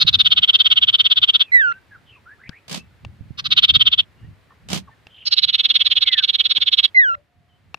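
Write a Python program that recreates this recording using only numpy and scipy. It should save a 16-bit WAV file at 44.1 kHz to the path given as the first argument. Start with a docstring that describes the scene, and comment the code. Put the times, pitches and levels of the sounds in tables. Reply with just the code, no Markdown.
"""In a quiet yard a caged common iora, a hand's width from a stereo phone, scolds in a long rattle: its
syrinx slaps shut and rings windpipe and throat, and the loudest syllables overload the phone. Air buffets
the ports and a hand bumps the case. As other birds chirp further off, the rattle ends in a falling whistle.
Feet click on the perch, wings flutter across the cage, and a shorter rattle follows. After a second
flutter come the longest rattle, another falling whistle and a last click."""
import sys
import numpy as np
from scipy import signal
from scipy.fft import rfft, irfft, next_fast_len
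from scipy.io import wavfile
from scipy.ndimage import uniform_filter1d, minimum_filter1d, map_coordinates

SR = 44100
rng = np.random.default_rng(int(sys.argv[2]) if len(sys.argv) > 2 else 0)


def log_audio(samples):
    """Write samples as a 16-bit WAV file to the path given in sys.argv[1]."""
    # one column per channel
    frames = np.atleast_2d(samples).T
    # limit to full scale, then quantise
    limited = np.clip(frames, -1, 1)
    pcm = np.round(limited * 32767).astype(np.int16)
    wavfile.write(sys.argv[1], SR, pcm)


N = 343098
TIME = np.arange(N) / SR
# push of air through a syllable: (time from its centre [s], level [dB], glide of the resonances [ratio])
PUSH = [(-.024, -45.5, 1), (-.019, -17, 1.03), (-.013, -11.5, 1.07), (-.004, -1.5, 1.02), (.003, -1, 1),
        (.009, -3.5, 1), (.014, -17.5, .97), (.02, -31.5, .94)]


def undb(db):
    """Decibels to amplitude ratio."""
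    return 10 ** (np.asarray(db) / 20)


def unit(x):
    """Normalisation to rms 1."""
    return x / np.sqrt(np.mean(x ** 2) + 1e-18)


def curve(rows, t):
    """Linear interpolation of a table's columns at times t."""
    times, *columns = np.transpose(rows)
    return [np.interp(t, times, column) for column in columns]


def colour(x, points):
    """Spectral shaping by points of (frequency [Hz], gain [dB])."""
    hz, db = np.transpose(points)
    size = next_fast_len(x.shape[-1] + 512)
    bins_hz = np.maximum(np.fft.rfftfreq(size, 1 / SR), 1)
    gain = undb(np.interp(np.log(bins_hz), np.log(hz), db))
    return irfft(rfft(x, size) * gain, size)[..., :x.shape[-1]]


def resonate(x, hz, width_hz):
    """Resonance: two like band-passes in cascade, each width_hz wide, gain 1 at the centre."""
    b, a = signal.iirpeak(hz, hz / width_hz, fs=SR)
    return signal.lfilter(b, a, signal.lfilter(b, a, x))


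def wander(t, rate):
    """Random modulation: rate values a second, joined by lines; spread near 1."""
    knots = np.arange(t[0], t[-1] + 2 / rate, 1 / rate)
    return np.interp(t, knots, rng.standard_normal(len(knots)))


def pan(x, db):
    """Level difference between the ports, left minus right, at constant power."""
    gains = undb([[db / 2], [-db / 2]])
    return x * unit(gains)


def add(out, s, x):
    """Superposition of x on out from time s."""
    i = int(round(s * SR))
    a, b = max(i, 0), min(i + x.shape[-1], N)
    out[..., a:b] += x[..., a - i:b - i]


def fade(t, t60):
    """Exponential decay, 60 dB in t60 seconds."""
    return np.exp(-np.log(1000) * t / t60)


def ambience(spectrum, db, flicker_db):
    """Partial coherence: the ports share half the power of a coloured noise."""
    noise = rng.standard_normal(N) + rng.standard_normal((2, N))
    return unit(colour(noise, spectrum)) * undb(db + flicker_db * wander(TIME, 18))


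def yard():
    """Background noise: a broadband hush that the phone turns down after the loud calls."""
    # (time [s], level [dB])
    levels = [(0, -53.5), (2.1, -59.5), (4.9, -59.5), (6.9, -58.5), (7.3, -68.5), (7.78, -63.5)]
    # (frequency [Hz], gain [dB])
    spectrum = [(25, -21), (60, -3), (150, -7.5), (300, -4), (600, -7), (1100, -9), (1900, -8), (3000, -14),
                (4200, -17.5), (6000, -26), (14000, -33)]
    return ambience(spectrum, curve(levels, TIME)[0], flicker_db=-0.14)


def saturate(x, amount):
    """Saturation, as in a membrane, evens out the swings of an oscillation."""
    swing = uniform_filter1d(np.abs(signal.hilbert(x)), size=48)
    return x / (swing + 0.032 * swing.mean()) ** amount


def syllable(modes, pulse_hz=470, jitter=.2, scatter_db=1.0, rasp=0.71):
    """Source and filter: in one push of air the syrinx slaps shut unevenly, ringing windpipe and throat."""
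    # radiation from the beak: (frequency [Hz], gain [dB])
    beak = [(500, -21.5), (1000, -1.5), (1450, 9.5), (2000, 5), (2500, 4), (3400, 1.5), (4400, -3.5),
            (5500, -9.5), (6200, -19.5), (7200, -24), (15000, -21.5)]
    t = np.arange(PUSH[0][0], PUSH[-1][0], 1 / SR)
    push_db, glide = curve(PUSH, t)
    timing, force = rng.standard_normal((64, 2)).T
    slap_samples = (np.cumsum(np.exp(jitter * timing)) * SR / pulse_hz).astype(int)
    slaps = np.bincount(slap_samples, undb(scatter_db * force), len(t))[:len(t)]
    source = unit(slaps) + rasp * rng.standard_normal(len(t))
    voice = sum(undb(db) * resonate(source, hz, width_hz) for hz, width_hz, db in modes)
    voice = saturate(voice, amount=.4) * undb(push_db)
    voice = map_coordinates(voice, [np.cumsum(glide / glide.mean())], order=5)  # bends all frequencies
    return unit(colour(voice, beak))


def rattle(start_s, count, period_s, slow_start_s, slow_end_s, settle,
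           db, sag_db, first_db, warm_up, last_db, pan_db,
           throat_hz, rise_hz, gape, first_gape, windpipe_hz, windpipe_db, first_windpipe_db,
           windpipe_width_hz=750, throat_scatter=.024, scatter_db=1, last_push_syllables=1.1):
    """Cavity tuning: as the beak closes, the throat rings lower and tighter from syllable to syllable."""
    # modes of throat and open beak: (frequency / throat resonance [ratio], width at gape 1 [Hz], gain [dB])
    throat = [(.8, 751, -13), (0.991, 841, 13.5), (1.148, 834, -20), (1.379, 1065, -24), (1.651, 1095, -22)]
    out, s = np.zeros(N), start_s
    for k, (loud, tense) in enumerate(rng.standard_normal((count, 2))):
        opening = np.exp(-k / settle)
        tired = (k / (count - 1)) ** 3
        hz = (throat_hz + rise_hz * opening) * (1 + throat_scatter * tense)
        damping = gape * (first_gape / gape) ** opening
        modes = [(ratio * hz, width_hz * damping, gain_db) for ratio, width_hz, gain_db in throat]
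        pipe_db = windpipe_db + (first_windpipe_db - windpipe_db) * opening
        modes.append((windpipe_hz, windpipe_width_hz, pipe_db))
        onset_db = first_db * np.exp(-(k / warm_up) ** 2)
        ending_db = last_db * np.exp((k + 1 - count) / last_push_syllables)
        level_db = db - sag_db * k / count + onset_db + ending_db + scatter_db * loud
        add(out, s + PUSH[0][0], syllable(modes) * undb(level_db))
        s += period_s + slow_start_s * opening + slow_end_s * tired  # quickens, then drags as the bird tires
    return pan(out, pan_db)


def scolding():
    """Acoustic shadow: the three rattles reach the left port shaded by the phone's body."""
    # rhythm, effort and posture of each rattle, keyed as the arguments of rattle():
    # (*_s [s], *_hz [Hz], db and *_db [dB], count, settle and warm_up [syllables], gapes [width ratio])
    rattles = [ dict(start_s=.021, count=25, period_s=.05572, slow_start_s=.0087, slow_end_s=.0047, settle=3, db=-10.5, sag_db=3, first_db=-2.4, warm_up=2.6, last_db=-0.95, pan_db=0.5, throat_hz=3290, rise_hz=634, gape=0.72, first_gape=1.5, windpipe_hz=1390, windpipe_db=-13.5, first_windpipe_db=-8),
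               dict(start_s=3.3955, count=11, period_s=.05556, slow_start_s=.0113, slow_end_s=.0083, settle=2, db=-10.5, sag_db=0.3, first_db=-18, warm_up=1.36, last_db=-2.4, pan_db=0, throat_hz=3324, rise_hz=780, gape=0.81, first_gape=3.9, windpipe_hz=1325, windpipe_db=-12.5, first_windpipe_db=4),
               dict(start_s=5.2745, count=30, period_s=.05311, slow_start_s=.0034, slow_end_s=.0038, settle=2, db=-14.5, sag_db=1.1, first_db=-7.5, warm_up=.4, last_db=2.5, pan_db=-4, throat_hz=3576, rise_hz=910, gape=1.023, first_gape=1.6, windpipe_hz=1563, windpipe_db=-13, first_windpipe_db=-17)]
    # (frequency [Hz], gain [dB])
    shade = [(900, -1), (1200, -5), (1800, 0.5), (2100, 0), (2350, -11), (2800, -0.5), (3100, -0.5),
             (3500, -1.5), (4300, -0.5), (6000, 3)]
    left, right = sum(rattle(**row) for row in rattles)
    return np.array([colour(left, shade), right])


def left_late(pair):
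    """Path difference: the bird sits to the right, so its voice reaches the left port later."""
    # the bird changes perch: (time [s], lag of the left port [ms])
    perches = [(4.68, .235), (4.8, .31)]
    lag_samples = curve(perches, TIME)[0] * SR / 1000
    return np.array([map_coordinates(pair[0], [np.arange(N) - lag_samples], order=3), pair[1]])


def buffeting(draught_db=-59):
    """Turbulent pressure: gusts swell and die over a steady draught and rumble on the ports."""
    # (peak time [s], half length [s], level [dB])
    gusts = [(.12, 0.24, -37), (0.984, 0.25, -55), (2.49, 0.036, -52), (2.782, 0.05, -65),
             (3.32, 0.3, -45.5), (3.764, 0.11, -41), (4.015, 0.061, -44), (4.271, 0.046, -44),
             (4.747, .1, -46)]
    # (frequency [Hz], gain [dB])
    spectrum = [(25, -40), (55, -4), (90, 3.5), (150, -4), (250, -14), (450, -35.5), (1000, -52.5),
                (8000, -75)]
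    swells = sum(undb(db) * np.exp(-((TIME - s) / half_s) ** 2) for s, half_s, db in gusts)
    return ambience(spectrum, 20 * np.log10(undb(draught_db) + swells), flicker_db=4.5)


def hand_bumps(t60=0.039, rise_s=0.001):
    """Structure-borne sound: the hand bumps the phone with a damped low thump, mostly at the right port."""
    # (time [s], frequency [Hz], relative level [dB])
    bumps = [(.05, 135.2, -21.5), (3.208, 113, -26), (3.306, 135, -24), (3.767, 123, -18.5),
             (4.246, 107, -32)]
    out, t = np.zeros((2, N)), np.arange(SR // 8) / SR
    envelope = fade(t, t60) * (1 - np.exp(-t / rise_s))
    for s, hz, db in bumps:
        add(out, s, pan(2 * undb(db) * np.sin(2 * np.pi * hz * t) * envelope, db=-26.0))
    return out


def far_birds(rough_depth=0.19):
    """Random modulation of pitch and amplitude roughens short gliding notes from other cages."""
    # (time [s], length [s], start [Hz], middle [Hz], end [Hz], level [dB], roughness [0-1])
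    chirps = [(1.4, 0.13, 2720, 2640, 2120, -51, 0.2), (1.567, 0.2, 2630, 2743, 2667, -48.5, 0.24),
              (1.719, 0.079, 1433, 1542, 1530, -48, 0.16), (1.904, 0.072, 1690, 1610, 1204, -47, 0.26),
              (2.054, .14, 3440, 2800, 2380, -54, 0.34), (2.155, .037, 1300, 1050, 970, -58.5, 0.3),
              (2.251, 0.1, 1247, 1594, 1860, -46.5, 0.23), (2.378, .13, 1170, 1935, 2740, -50, 0.5),
              (2.502, .099, 1226, 2066, 2700, -51, 0.47), (2.762, 0.068, 2800, 2644, 2680, -51, 0.2),
              (4.14, 0.156, 2700, 2832, 2790, -70.5, .22), (4.227, 0.044, 1650, 1875, 1870, -62, .15),
              (4.49, .048, 1653, 1825, 1770, -61.5, .05), (4.502, .031, 1195, 1096, 1015, -54.5, 0.77),
              (4.872, .028, 1140, 1090, 1000, -48, 0.8), (4.908, .037, 1770, 1800, 1750, -57, 0.1),
              (5.055, 0.72, 3180, 2956, 3260, -46.5, 0.44), (6.033, 0.21, 2290, 1923, 1346, -34.5, 0.19),
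              (7.1, .12, 627, 583, 582, -56.5, 0.31), (7.223, 0.42, 720, 707, 732, -74, 0.31),
              (7.475, 0.112, 3316, 3018, 3200, -70, .14)]
    out = np.zeros(N)
    for s, length, start_hz, middle_hz, end_hz, db, rough in chirps:
        t = np.arange(0, length, 1 / SR)
        hz = np.polyval(np.polyfit([0, length / 2, length], [start_hz, middle_hz, end_hz], 2), t)
        phase = 2 * np.pi * np.cumsum(hz * (1 + rough_depth * rough * wander(t, 1200))) / SR
        envelope = (1 + rough * wander(t, 230)) * signal.windows.tukey(len(t), .5)
        add(out, s, unit(np.sin(phase) * envelope) * undb(db))
    return pan(out, db=0)


def whistles(length_s=.212, fall_s=0.11, fall_shape=2.61, scoop=0.11, scoop_s=0.0023,
             waver=0.0035, wobble=0.0098, purity=0.67, overtone_db=1.5, flutter_db=1.77,
             break_s=.016, break_depth=0.035, flick=0.65, flick_db=-9):
    """Self-sustained oscillation of the syrinx: a tone scoops up, holds and falls, purest where loudest."""
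    # (start [s], top [Hz], bottom [Hz], peak level [dB], depth of swell [ratio], left minus right [dB])
    notes = [(1.517, 2040, 1385, -7.2, .8, -4.5), (6.944, 2075, 1345, -6, 1.05, -1.5)]
    # push of air: (time from the start [s], level [dB])
    push = [(0, -18), (.008, -10), (.032, 0), (.06, -2.5), (.105, -10.5), (.16, -11), (.19, -14),
            (.212, -22)]
    # (harmonic [number], relative level [dB])
    harmonics = [(2, -29), (3, -47.5), (4, -47.5), (5, -62.5), (6, -69), (7, -71)]
    out, t = np.zeros((2, N)), np.arange(0, length_s, 1 / SR)
    push_db = uniform_filter1d(curve(push, t)[0], size=200)
    crack = np.clip((t - t[-1] + break_s) / 0.0014 + 1, 0, 1)
    for s, top_hz, bottom_hz, db, swell, pan_db in notes:
        hz = bottom_hz + (top_hz - bottom_hz) * np.exp(-(t / fall_s) ** fall_shape)
        hz *= 1 - scoop * np.exp(-t / scoop_s) + wobble * wander(t, 90)
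        jitter = (waver + break_depth * crack) * wander(t, 790)
        phase = 2 * np.pi * np.cumsum(hz * (1 + jitter)) / SR
        overtones = sum(undb(gain_db + 3.2 * wander(t, 62)) * np.sin(k * phase) for k, gain_db in harmonics)
        tone = np.sin(phase) + overtones * undb(overtone_db - purity * swell * (push_db - push_db.mean()))
        # at the end the tone cracks and the other side of the syrinx flicks upward
        flick_hz = hz * (1 + flick * np.cumsum(crack) / crack.sum())
        flick_phase = 2 * np.pi * np.cumsum(flick_hz) / SR
        tone += undb(flick_db) * crack * (np.sin(flick_phase) + 0.107 * np.sin(2 * flick_phase))
        tone *= (1 + 0.05 * crack * wander(t, 1000)) * signal.windows.tukey(len(t), .04)
        level_db = db + swell * push_db + flutter_db * wander(t, 60)
        add(out, s, pan(np.sqrt(2) * tone * undb(level_db), pan_db))
    return out


def claws(tick_t60=0.014, thud_hz=170, thud_t60=0.021):
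    """Impact excitation: claws tick, ring the modes of the bars and thud on the perch."""
    # (time [s], relative levels of tick [dB], ring [dB] and thud [dB], left minus right [dB])
    clicks = [(2.493, -30, -60.5, -25, 9.5), (3.049, -35, -35.5, -35, 4.5), (5.069, -41, -39, -53, -4),
              (6.581, -33, -30, -36.5, -14), (7.744, -29, -23, -66, 8.5)]
    # (frequency [Hz], t60 [s], level [dB])
    bar_modes = [(2693, 0.015, -0.5), (2180, 0.0046, -24.5), (3430, 0.004, -27.5)]
    tick_spectrum = [(200, 18.5), (900, 18.5), (3000, 12.0), (6000, 5.5), (15000, -42.0)]
    out, t = np.zeros((2, N)), np.arange(SR // 8) / SR
    ring = sum(undb(db) * np.sin(2 * np.pi * hz * t) * fade(t, t60) for hz, t60, db in bar_modes)
    thud = np.sin(2 * np.pi * thud_hz * t) * fade(t, thud_t60)
    for s, tick_db, ring_db, thud_db, pan_db in clicks:
        tick = unit(colour(rng.standard_normal(len(t)), tick_spectrum)) * fade(t, tick_t60)
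        impact = undb(tick_db) * tick + undb(ring_db) * ring + undb(thud_db) * thud
        add(out, s, pan(2 * impact, pan_db))
    return out


def wings(stroke_s=.015, peak_share=.6, edge_db=-10.5, scatter_db=1.6,
          rustle_t60=0.078, air_hz=175, air_t60=0.16):
    """Friction and air displacement: each stroke rustles the feathers and throws a puff at each port."""
    # (time [s], length [s], rustle [dB] and puff [dB] of a stroke at the peak)
    flutters = [(2.68, .093, -25, -28), (4.686, 0.087, -21, -22)]
    feathers = [(100, -43), (300, -0.5), (800, -2.5), (1500, -7.5),
                (3000, 0.0), (5000, -3.0), (8000, -10.5), (15000, -25)]
    out, t = np.zeros((2, N)), np.arange(SR // 8) / SR
    attack = 1 - np.exp(-t / 0.00083)
    for s, length, rustle_db, air_db in flutters:
        for share in np.linspace(0, 1, round(length / stroke_s) + 1):
            force = undb(edge_db * (share / peak_share - 1) ** 2 + scatter_db * rng.standard_normal())
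            rustle = unit(colour(rng.standard_normal((2, len(t))), feathers))
            rustle *= undb(rustle_db + 2.1 * wander(t, 470)) * fade(t, rustle_t60)
            puff = unit(resonate(rng.standard_normal((2, len(t))), air_hz, width_hz=54))
            puff *= undb(air_db) * fade(t, air_t60)
            add(out, s + share * length, force * attack * (rustle + puff))
    return out * undb([[-1.5], [1.5]])


def echoes(pair, first_s, t60, db):
    """Diffuse reflection: convolution with decaying noise, different at each port."""
    t = np.arange(SR // 2) / SR
    response = rng.standard_normal((2, len(t))) * fade(t, t60) * (t > first_s)
    response = colour(response, [(300, 6.0), (3500, 2.0), (6000, 5.5), (12000, -21.0)])
    response /= np.sqrt(np.sum(response ** 2, axis=1, keepdims=True))
    return undb(db) * signal.fftconvolve(pair, response, axes=1)[:, :N]


def scene():
    """Superposition of direct sound and reflections from cage and walls, over the air and the yard."""
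    scold, far = left_late(scolding()), far_birds()
    near = scold + hand_bumps() + left_late(whistles()) + wings() + claws()
    cage = echoes(scold, first_s=0.00071, t60=0.0091, db=-11)
    walls = echoes(near, first_s=0.028, t60=0.041, db=-38)
    far_echoes = echoes(far, first_s=.006, t60=.2, db=-15)
    return near + cage + walls + far + far_echoes + buffeting() + yard()


def record(dry, ceiling=1.1, top_hz=15500):
    """Overload: a fast limiter holds the loudest peaks, what overshoots is clipped, and the top is cut."""
    allowed = np.minimum(1, ceiling / (np.abs(dry).max(axis=0) + 1e-9))
    gain = uniform_filter1d(minimum_filter1d(allowed, size=129), size=129)
    low_pass = signal.ellip(8, .1, 40, top_hz, fs=SR, output="sos")
    return signal.sosfiltfilt(low_pass, np.clip(dry * gain, -1, 1))


dry = scene()
out = record(dry)
log_audio(out)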